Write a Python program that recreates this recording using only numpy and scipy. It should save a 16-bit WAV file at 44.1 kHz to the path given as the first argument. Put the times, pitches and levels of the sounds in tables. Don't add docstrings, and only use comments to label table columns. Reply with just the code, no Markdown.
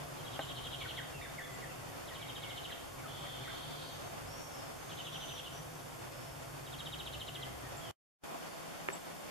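import sys
import numpy as np
from scipy import signal
from scipy.fft import rfft, irfft
from scipy.io import wavfile

SR = 44100
rng = np.random.default_rng(int(sys.argv[2]) if len(sys.argv) > 2 else 0)


def store_wav(level_fs):
    pcm = np.round(np.clip(np.atleast_2d(level_fs), -1, 1) * 32767)
    wavfile.write(sys.argv[1], SR, pcm.T.astype(np.int16))


N = 410130
TIME = np.arange(N) / SR
DROPOUT_START_S, DROPOUT_END_S = 7.912, 8.237
AFTER_DROPOUT = TIME > (DROPOUT_START_S + DROPOUT_END_S) / 2
LATE_WINGBEAT_HZ = 161.5

# (frequency [Hz], width [Hz], depth [dB])
TREBLE_DIPS = [(3976, 340, -11), (8000, 240, -15.5)]
# (frequency [Hz], time to fade by 60 dB [s])
ECHO_TIMES = [(300, 0.16), (2000, 0.4), (3300, 0.74), (6000, 0.6), (8000, 0.033)]
# (time [s], level [dB])
RUMBLE_LEVELS = [(0, -62), (.45, -63), (.65, -56), (1, -60.5), (2.3, -65), (3, -61), (4.15, -62.5),
                 (4.32, -59), (4.5, -65), (7.9, -62.5), (8.25, -76), (9.3, -72)]
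# (frequency [Hz], level [dB])
RUMBLE_SPECTRUM = [(15, -22), (30, -12), (48, -5.5), (65, -3), (80, -5), (105, 0), (140, -34.5),
                   (220, -43.5)]
# (frequency [Hz], level [dB])
RUSH_SHARED = [(40, -15.5), (200, -4.5), (430, -5.5), (540, -2.5), (740, -0.5), (920, -4.5), (1150, -4.5),
               (1900, -10.5), (3400, -13), (4500, -16.5), (7000, -24), (15000, -34.5)]
# (frequency [Hz], level [dB])
RUSH_OPPOSITE = [(20, -21), (60, -5), (130, -1), (280, 2), (680, 0.5), (920, -3), (1130, -4), (1900, -9.5),
                 (3400, -14), (4500, -16.5), (6600, -17.5), (7600, -33.5), (15000, -51.5)]
# (frequency [Hz], level [dB])
HISS_SPECTRUM = [(500, -7), (3500, 2), (5200, 2.5), (7500, 5), (9000, 3), (13500, 1.5), (15000, -15.5)]
# (frequency [Hz], level [dB])
RUSTLE_SPECTRUM = [(100, -33), (270, 4), (500, -1), (780, 8.5), (1100, -1), (1800, -19), (3500, -20),
                   (8000, -55)]

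# (time [s], level [dB], brightness [dB/octave], left over right [dB])
BOARD_KNOCKS = [(.3905, -39.5, 5, 3), (0.3922, -30, 1, 1)]
# (frequency [Hz], level [dB], time to fade by 60 dB [s])
BOARD_TONES = [(307, -8.5, 0.077), (578, -5, 0.045), (656, -5, 0.096), (784, 3, 0.032),
               (1054, -10.5, 0.054), (1220, -7.5, 0.026), (1538, -7.5, 0.078), (1940, -9.5, 0.03),
               (2140, -13, 0.037), (2820, -14, 0.026)]
# (time [s], level [dB], brightness [dB/octave], left over right [dB])
SLAT_TICKS = [(8.8864, -30.5, 4.5, -3), (8.9017, -45, 8, 2)]
# (frequency [Hz], level [dB], time to fade by 60 dB [s])
SLAT_TONES = [(389, 5.5, 0.056), (516, -1.5, 0.068), (1030, 4.5, 0.015), (1250, 3.5, 0.015),
              (1800, 0.5, 0.023), (2070, 4.5, 0.0083), (2290, 0, 0.0082), (2630, -19, .007)]

# (start [s], length [s], pitch [Hz], opening rise [octaves],
# closing fall [octaves], roughness [share of pitch], level [dB])
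SONG_NOTES = [(3.84, 0.29, 6350, .04, 0, 0.013, -67), (4.25, .25, 5610, .28, 0.0088, .015, -59.5),
              (4.33, .28, 6430, 0.024, .02, .008, -66), (4.5, 0.14, 5370, 0.023, .06, 0.026, -61),
              (4.748, 0.35, 6360, 0.025, 0.0079, 0.013, -65), (5.1, 0.083, 5960, 0.11, 0.0045, 0.018, -60),
              (5.18, .2, 6090, 0.0084, .12, .014, -57.5), (5.5, .11, 5810, .05, 0, 0.021, -61),
              (5.69, .08, 5960, 0, .05, .02, -65), (6.09, .25, 5390, 0.21, 0, .035, -65)]
# (start [s], pitch [Hz], roughness [share of pitch], level [dB])
PIP_NOTES = [(.422, 7340, 0.013, -51), (1.529, 7460, 0.038, -52), (7.765, 7380, 0.037, -51),
             (8.925, 7680, .005, -41.5)]
# (start [s], length [s], middle pitch [Hz], slide [octaves], level [dB])
WHISTLE_NOTES = [(1.123, 0.075, 2710, -0.17, -54.5), (1.214, 0.03, 3540, -.04, -51),
                 (1.41, .045, 3470, -0.0081, -56), (1.48, 0.11, 2004, -0.036, -57),
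                 (1.69, 0.044, 2700, -.08, -57), (1.8, 0.14, 1890, -0.105, -60),
                 (2.19, 0.088, 2230, -0.084, -53.5), (2.41, 0.13, 2170, -0.052, -52.5),
                 (7.36, 0.14, 2037, 0.085, -59), (7.646, 0.03, 1855, -0.025, -51.5),
                 (7.81, 0.1, 3120, -0.25, -53.5), (8.455, .035, 4520, -.03, -62)]
# (start [s], length [s], middle pitch [Hz], slide [octaves], arch [octaves], level [dB])
CHIRP_NOTES = [(0.804, 0.025, 1210, -.3, 0, -52.5), (0.805, 0.023, 2300, -0.25, 0.0046, -49),
               (.83, 0.034, 2080, -0.505, 0.036, -50), (0.854, 0.022, 1446, -0.37, 0.053, -48.5),
               (0.978, .03, 1896, -0.54, 0.018, -43), (1.21, 0.024, 2230, 0.46, 0.17, -49.5),
               (1.241, 0.024, 1870, -0.51, 0.048, -48.5), (1.381, 0.034, 1900, -.48, 0.03, -43.5),
               (1.616, 0.033, 1934, -0.44, 0.023, -47.5), (2.098, 0.03, 1960, -0.34, -0.0077, -51),
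               (2.693, 0.028, 1886, -0.45, -0.0065, -49.5), (2.979, 0.034, 2210, -0.23, 0.0093, -55),
               (3.037, 0.032, 1360, -0.25, 0.018, -50.5), (3.257, 0.015, 2060, -0.48, -0.012, -51),
               (3.435, 0.035, 2106, -.45, 0, -51), (3.473, 0.013, 2060, 0.46, 0.016, -52),
               (3.474, 0.014, 1410, 0.48, -0.022, -48), (3.49, 0.017, 1816, -0.64, -0.012, -48)]
# (frequency [Hz], width [Hz], level [dB])
LINGERING_TONES = [(2980, 30, -6), (3175, 16, -2), (3218, 16, 3), (3490, 22, 0), (3680, 20, -2),
                   (3768, 20, 3), (4040, 24, 2)]
# (time [s], pitch [Hz], level [dB])
TRILL_NOTE = [(-.005, 4330, -21), (0, 4100, -7.5), (.007, 3760, -1), (.0105, 3457, -3), (.0124, 3270, 0),
              (.0165, 3170, 5.5), (.02, 2920, 2), (.0235, 2640, -5), (.029, 2500, -28.5)]
# (start [s], notes [count], first gap [s], gap growth [s/note],
# level [dB], first note offset [dB], level change [dB/note], close echo delay [s], close echo [dB],
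# brightness [dB/kHz], flick before each note [dB], lingering tones [dB], far echoes [dB])
TRILL_PHRASES = [(.1755, 11, .0755, .00065, -45.5, -13, -.15, .0142, 0, 6, -12, -4, -1),
                 (2.073, 10, .069, .0004, -51, -4, .35, .0068, -6, 5, -16, 5, -2),
                 (4.899, 8, .0765, .0005, -43.5, -9, -.9, .015, .5, 3, -2, -7, -1),
                 (6.66, 12, .0641, .00095, -43, -13, -.3, .006, -9, 6, -22, 4, -7)]

# (time [s], level [dB])
DRONE_LEVELS = [(6.7, -78), (6.95, -57), (7.2, -59), (7.3, -73), (7.55, -58), (7.9, -75)]
# (frequency [Hz], level [dB])
WING_OVERTONES = [(273, -71), (331, -71.5), (510, -67.5), (572, -68), (679, -64.5), (828, -70),
                  (952, -75.5), (1080, -68.5), (1440, -71)]
# (frequency [Hz], level [dB])
WING_SPECTRUM = [(100, 1), (180, -3), (250, -12.5), (420, -10.5), (680, -21), (900, -16.5), (1500, -19),
                 (3000, -30.5)]
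# (time [s], level [dB])
CROWD_LEVELS = [(0.05, -55.5), (0.22, -54.5), (2.55, -54.5), (2.85, -66), (2.95, -56), (5.42, -54),
                (7.88, -54)]
# (time [s], wingbeat rate [Hz])
LOW_HUM_RATES = [(0, 136.3), (.3, 130.5), (7.45, 131.8), (7.9, 122.3)]
# (time [s], level [dB])
LOW_HUM_SWELLS = [(0.05, -59), (1.66, -58.5), (2.88, -74), (2.97, -59.5), (3.56, -59), (3.65, -75),
                  (3.89, -65), (7.23, -60.5), (7.31, -73), (7.38, -54), (7.88, -60)]
# (time [s], level [dB])
HIGH_HUM_SWELLS = [(0.05, -54), (0.16, -56.5), (2.97, -66.5), (3.06, -54.5), (5.04, -59), (5.09, -51.5),
                   (5.52, -67), (5.61, -50), (5.85, -62.5), (6.94, -54), (7.88, -75)]


def gain_of(db):
    return 10 ** (np.asarray(db) / 20)


def normalized(x):
    return x / np.sqrt(np.mean(x ** 2) + 1e-20)


def at_frequency(table, hz):
    frequencies, values = np.transpose(table)
    return np.interp(np.log(hz + 1), np.log(frequencies + 1), values)


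def at_time(table, t=TIME):
    times, *columns = np.transpose(table)
    return [np.interp(t, times, column) for column in columns]


def add(mix, start_s, sound):
    part = mix[..., max(round(start_s * SR), 0):][..., :sound.shape[-1]]
    part += sound[..., :part.shape[-1]]


def excerpt(x, start_s, samples):
    return x[int(start_s * SR):][:samples]


def panned(x, db):
    return x * gain_of([[db / 2], [-db / 2]])


def tone(hz):
    return np.sin(2 * np.pi * np.cumsum(hz) / SR)


def noise(spectrum):
    gains = gain_of(at_frequency(spectrum, np.fft.rfftfreq(N, 1 / SR)))
    return normalized(irfft(rfft(rng.standard_normal(N)) * gains, N))


def drift(hz):
    frames = N // 128
    rates = np.fft.rfftfreq(frames, N / frames / SR)
    slow = irfft(rfft(rng.standard_normal(frames)) / (1 + (rates / hz) ** 2), frames)
    return np.interp(TIME, np.linspace(0, N / SR, frames), normalized(slow - slow.mean()))


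def tree_echoes(x, echoes_per_s=2000):
    echoes = rng.standard_normal((2, SR)) * (rng.random((2, SR)) < echoes_per_s / SR)
    hz, t, bands = signal.stft(echoes, SR, nperseg=256)
    fade = gain_of(-60 * t / at_frequency(ECHO_TIMES, hz)[:, None]) * (t > 0)
    tail = signal.istft(bands * fade, SR, nperseg=256)[1]
    return signal.fftconvolve(x[None], tail / np.linalg.norm(tail[0]), axes=1)[:, :N]


def leaf_scatter(note, decay_s):
    delay = np.arange(SR // 12) / SR
    paths = rng.standard_normal(len(delay)) * np.exp(-delay / decay_s)
    return signal.fftconvolve(note, paths / np.linalg.norm(paths))


def narrow_band(x, hz, width_hz):
    return signal.lfilter(*signal.iirpeak(hz, hz / width_hz, SR), x)


def ringing(x, level_db):
    return x + sum(gain_of(db + level_db) * narrow_band(x, hz, width)
                   for hz, width, db in LINGERING_TONES)


def air(shared_db=-52, opposite_db=-49.5, hiss_db=-58):
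    shared = gain_of(shared_db) * noise(RUSH_SHARED)
    opposite = gain_of(opposite_db) * noise(RUSH_OPPOSITE)
    flutter = gain_of(-.58 * drift(.8) + drift(14))
    rush = np.array([shared + opposite, shared - opposite]) * flutter
    rumble = gain_of(at_time(RUMBLE_LEVELS)[0] + 2.5) * noise(RUMBLE_SPECTRUM)
    return rush + rumble + gain_of(hiss_db) * noise(HISS_SPECTRUM)


def rustle(peak_s=8.345, peak_db=-43, rise_db_per_s=155.5, fall_db_per_s=260):
    t = TIME - peak_s
    db = peak_db - np.maximum(-t * rise_db_per_s, t * fall_db_per_s)
    return gain_of(db) * np.array([noise(RUSTLE_SPECTRUM), noise(RUSTLE_SPECTRUM)])


def struck_wood(blows, tones, phase_shift, echo_db, attack_s=.00034):
    out, t = np.zeros((2, N)), np.arange(SR // 5) / SR
    attack = 1 - np.exp(-(t / attack_s) ** 2)
    for start, db, brightness, pan_db in blows:
        for (hz, tone_db, fade_s), side in zip(tones, rng.choice([-1, 1], len(tones))):
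            ring_db = db + tone_db + brightness * np.log2(hz / 1000) - 60 * t / fade_s
            ear_phase = side * phase_shift * np.array([[1], [-1]])
            ring = gain_of(ring_db) * np.sin(2 * np.pi * hz * t + ear_phase)
            add(out, start, panned(ring * attack, pan_db))
    return out + gain_of(echo_db) * tree_echoes(out.mean(0))


def bird_note(hz, db, taper):
    return gain_of(db) * signal.windows.tukey(len(hz), taper) * tone(hz)


def pitch_wobble(slow, fast):
    return 1 + slow * drift(40) + fast * drift(300)


def sliding_notes(notes, wobble, taper):
    out = np.zeros(N)
    for start, length, middle_hz, octaves, db in notes:
        position = np.linspace(-.5, .5, int(length * SR))
        hz = middle_hz * 2 ** (octaves * position) * excerpt(wobble, start, len(position))
        add(out, start, bird_note(hz, db, taper))
    return out


def far_song(rise_s=.036, fall_s=.042, attack_s=.04, fade_db_per_s=9.5):
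    voice, slow, fast = np.zeros(N), drift(40), drift(300)
    for start, length, hz, rise, fall, rough, db in SONG_NOTES:
        t = np.arange(0, length, 1 / SR)
        octaves_below = rise * np.exp(-(t / rise_s) ** 2) + fall * np.exp(-((length - t) / fall_s) ** 2)
        wobble = excerpt(1 + .004 * slow + rough * fast, start, len(t))
        note = bird_note(hz * 2 ** -octaves_below * wobble, db - fade_db_per_s * t, taper=.1)
        add(voice, start, np.minimum(t / attack_s, 1) * note)
    return gain_of(2.5) * voice + gain_of(-2) * tree_echoes(voice)


def pips(length_s=.02, slide_octaves=-.035):
    voice = np.zeros(N)
    for start, hz, rough, db in PIP_NOTES:
        wobble = pitch_wobble(slow=.003, fast=rough)
        voice += sliding_notes([(start, length_s, hz, slide_octaves, db)], wobble, taper=.44)
    return gain_of(-3) * voice + tree_echoes(voice)


def whistles():
    voice = sliding_notes(WHISTLE_NOTES, pitch_wobble(slow=.008, fast=.026), taper=.16)
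    return gain_of(-1.5) * panned(voice, -2) + gain_of(-4) * tree_echoes(voice)


def chirps(echo_s=.065, echo_db=-13, leaves_db=-6):
    voice, wobble = np.zeros(N), pitch_wobble(slow=.0076, fast=.024)
    for start, length, middle_hz, octaves, arch, db in CHIRP_NOTES:
        position = np.linspace(-.5, .5, int(length * SR))
        hz = middle_hz * 2 ** (octaves * position - arch * (2 * position) ** 2)
        note = bird_note(hz * excerpt(wobble, start, len(hz)), db, taper=.2)
        add(voice, start, note)
        add(voice, start, gain_of(leaves_db) * leaf_scatter(note, decay_s=.017))
        add(voice, start + echo_s, gain_of(echo_db) * note)
    return gain_of(-.5) * panned(voice, -2) + gain_of(-5) * tree_echoes(voice)


def wheeze(start_s=3.06, end_s=4.02, low_hz=3300, high_hz=4050, buzz_hz=95, level_db=-58.5):
    progress = np.interp(TIME, (start_s, end_s), (0, 1))
    fade_in, fade_out = (TIME - start_s) / .024, (end_s - TIME) / .12
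    loudness = gain_of(level_db) * np.clip(np.minimum(fade_in, fade_out), 0, 1)
    buzz = tone(buzz_hz * (1 + .3 * drift(59.77)))
    buzz_depth = .09 * (.72 + .28 * progress)
    bend = 1 + .03 * progress + buzz_depth * buzz
    low = tone(low_hz * (bend + .0285 * drift(265)))
    high = tone(high_hz * (bend + .09 * drift(265)))
    high_gain = gain_of(-8.5 + 13.5 * progress)
    call = loudness * np.sqrt(2) * (low + high_gain * high) / np.hypot(1, high_gain)
    return call + gain_of(-3) * tree_echoes(call)


def trills(warm_up_notes=1.7, quickening=.025, dulling_db_per_khz=.32, flick_lead_s=.009):
    t = np.arange(TRILL_NOTE[0][0], TRILL_NOTE[-1][0], 1 / SR)
    out, far = np.zeros(N), np.zeros(N)
    rasp = .015 * drift(110) + .016 * drift(600)
    flick_hz = 3460 * 2 ** (.06 * np.linspace(-.5, .5, int(.02 * SR)))
    for (start, count, gap, growth, level_db, first_db, change_db,
         echo_s, echo_db, brightness, flick_db, ring_db, far_db) in TRILL_PHRASES:
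        near = np.zeros(N)
        for k in range(round(count)):
            beat_s = start + k * gap + growth * k * (k - 1) / 2
            note_s = beat_s + t[0]
            random_pitch, random_speed, random_level, random_delay = rng.standard_normal(4)
            tuning = 1 + .0079 * random_pitch
            speed = 1 + .05 * random_speed + quickening * (k - count / 2)
            shape_hz, shape_db = at_time(TRILL_NOTE, t.mean() + (t - t.mean()) * speed)
            hz = shape_hz * (tuning + excerpt(rasp, note_s, len(t)))
            offset_khz = (hz - hz.mean()) / 1000
            effort_db = level_db + first_db * np.exp(-k / warm_up_notes) + change_db * k
            note_db = effort_db + shape_db + (brightness - dulling_db_per_khz * k) * offset_khz
            note = bird_note(hz, note_db, taper=.15)
            echo = bird_note(hz, note_db - 4 * offset_khz, taper=.15)
            flick = bird_note(flick_hz * tuning, effort_db + flick_db, taper=.6)
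            add(near, note_s, note)
            add(near, beat_s - flick_lead_s, flick)
            add(near, note_s + echo_s * (1 + .04 * random_delay), gain_of(echo_db + random_level) * echo)
            add(near, note_s, gain_of(-9) * leaf_scatter(note, decay_s=.012))
            add(far, note_s, gain_of(far_db) * note)
        out += ringing(near, ring_db)
    return out + tree_echoes(far)


def deep_drone(hz=65):
    playing = (TIME > DRONE_LEVELS[0][0]) * (TIME < DROPOUT_END_S)
    return playing * gain_of(at_time(DRONE_LEVELS)[0]) * np.sqrt(2) * np.sin(2 * np.pi * hz * TIME)


def wing_overtones(waver=.022, flutter_db=3.5):
    out = np.zeros(N)
    for hz, db in WING_OVERTONES:
        flutter = gain_of(flutter_db * drift(12))
        out += gain_of(db) * normalized(flutter * tone(hz * (1 + waver * drift(15.2))))
    return out


def wingbeat(hz):
    multiples = np.arange(1, 20)
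    phase = 2 * np.pi * (rng.random(len(multiples)) + rng.random((2, len(multiples))) * (multiples > 1))
    cycle = np.linspace(0, 1, 1024)
    strengths = gain_of(at_frequency(WING_SPECTRUM, multiples * hz.mean()))
    waves = np.cos(2 * np.pi * multiples[:, None] * cycle + phase[..., None])
    one_beat = (strengths[:, None] * waves).sum(1)
    place_in_beat = np.cumsum(hz) / SR % 1
    return np.sqrt(2) * np.array([np.interp(place_in_beat, cycle, ear) for ear in one_beat])


def bee_crowd(count=10, early_hz=135.04, late_db=-66, wander=.035, flutter_db=2.5):
    hz = np.where(AFTER_DROPOUT, LATE_WINGBEAT_HZ, early_hz)
    db = np.where(AFTER_DROPOUT, late_db, at_time(CROWD_LEVELS)[0] - 3)
    spread = np.where(AFTER_DROPOUT, .05, .19)
    hum = np.zeros((2, N))
    for offset in np.linspace(-1, 1, count):
        bee = wingbeat(hz * (1 + offset * spread + wander * drift(2.5)))
        hum += bee * gain_of(flutter_db * drift(3.5))
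    return gain_of(db + .5 * drift(5)) * hum / np.sqrt(count)


def close_hum(early_high_hz=152.4, late_db=-65, wander=.015, waver=.026, flutter_db=3):
    low_hz = at_time(LOW_HUM_RATES)[0]
    low_db = at_time(LOW_HUM_SWELLS)[0] + .5
    high_hz = np.where(AFTER_DROPOUT, LATE_WINGBEAT_HZ, early_high_hz) * (1 + wander * drift(.603))
    high_db = np.where(AFTER_DROPOUT, late_db, at_time(HIGH_HUM_SWELLS)[0] - 1.5)
    low, high = (wingbeat(hz * (1 + waver * drift(14.36))) * gain_of(db + flutter_db * drift(14))
                 for hz, db in ((low_hz, low_db), (high_hz, high_db)))
    return low * ~AFTER_DROPOUT + high


def scene():
    knock = struck_wood(BOARD_KNOCKS, BOARD_TONES, phase_shift=.28, echo_db=-13.5)
    tick = struck_wood(SLAT_TICKS, SLAT_TONES, phase_shift=.87, echo_db=-19)
    birds = trills() + ringing(wheeze(), level_db=2) + chirps() + whistles() + far_song() + pips()
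    bees = close_hum() + bee_crowd() + wing_overtones()
    return bees + deep_drone() + air() + rustle() + birds + knock + tick


def record(dry, drop_db=-13, fade_db_per_s=900, cutoff_hz=15050):
    for hz, width, depth_db in TREBLE_DIPS:
        dry = dry - (1 - gain_of(depth_db)) * narrow_band(dry, hz, width)
    inside_s = np.minimum(TIME - DROPOUT_START_S, DROPOUT_END_S - TIME)
    dry = dry * gain_of(np.where(inside_s > 0, drop_db - fade_db_per_s * inside_s, 0))
    low_pass = signal.firwin(511, cutoff_hz, window=("kaiser", 9), fs=SR)
    return signal.oaconvolve(dry, low_pass[None], "same")


dry = scene()
out = record(dry)
store_wav(out)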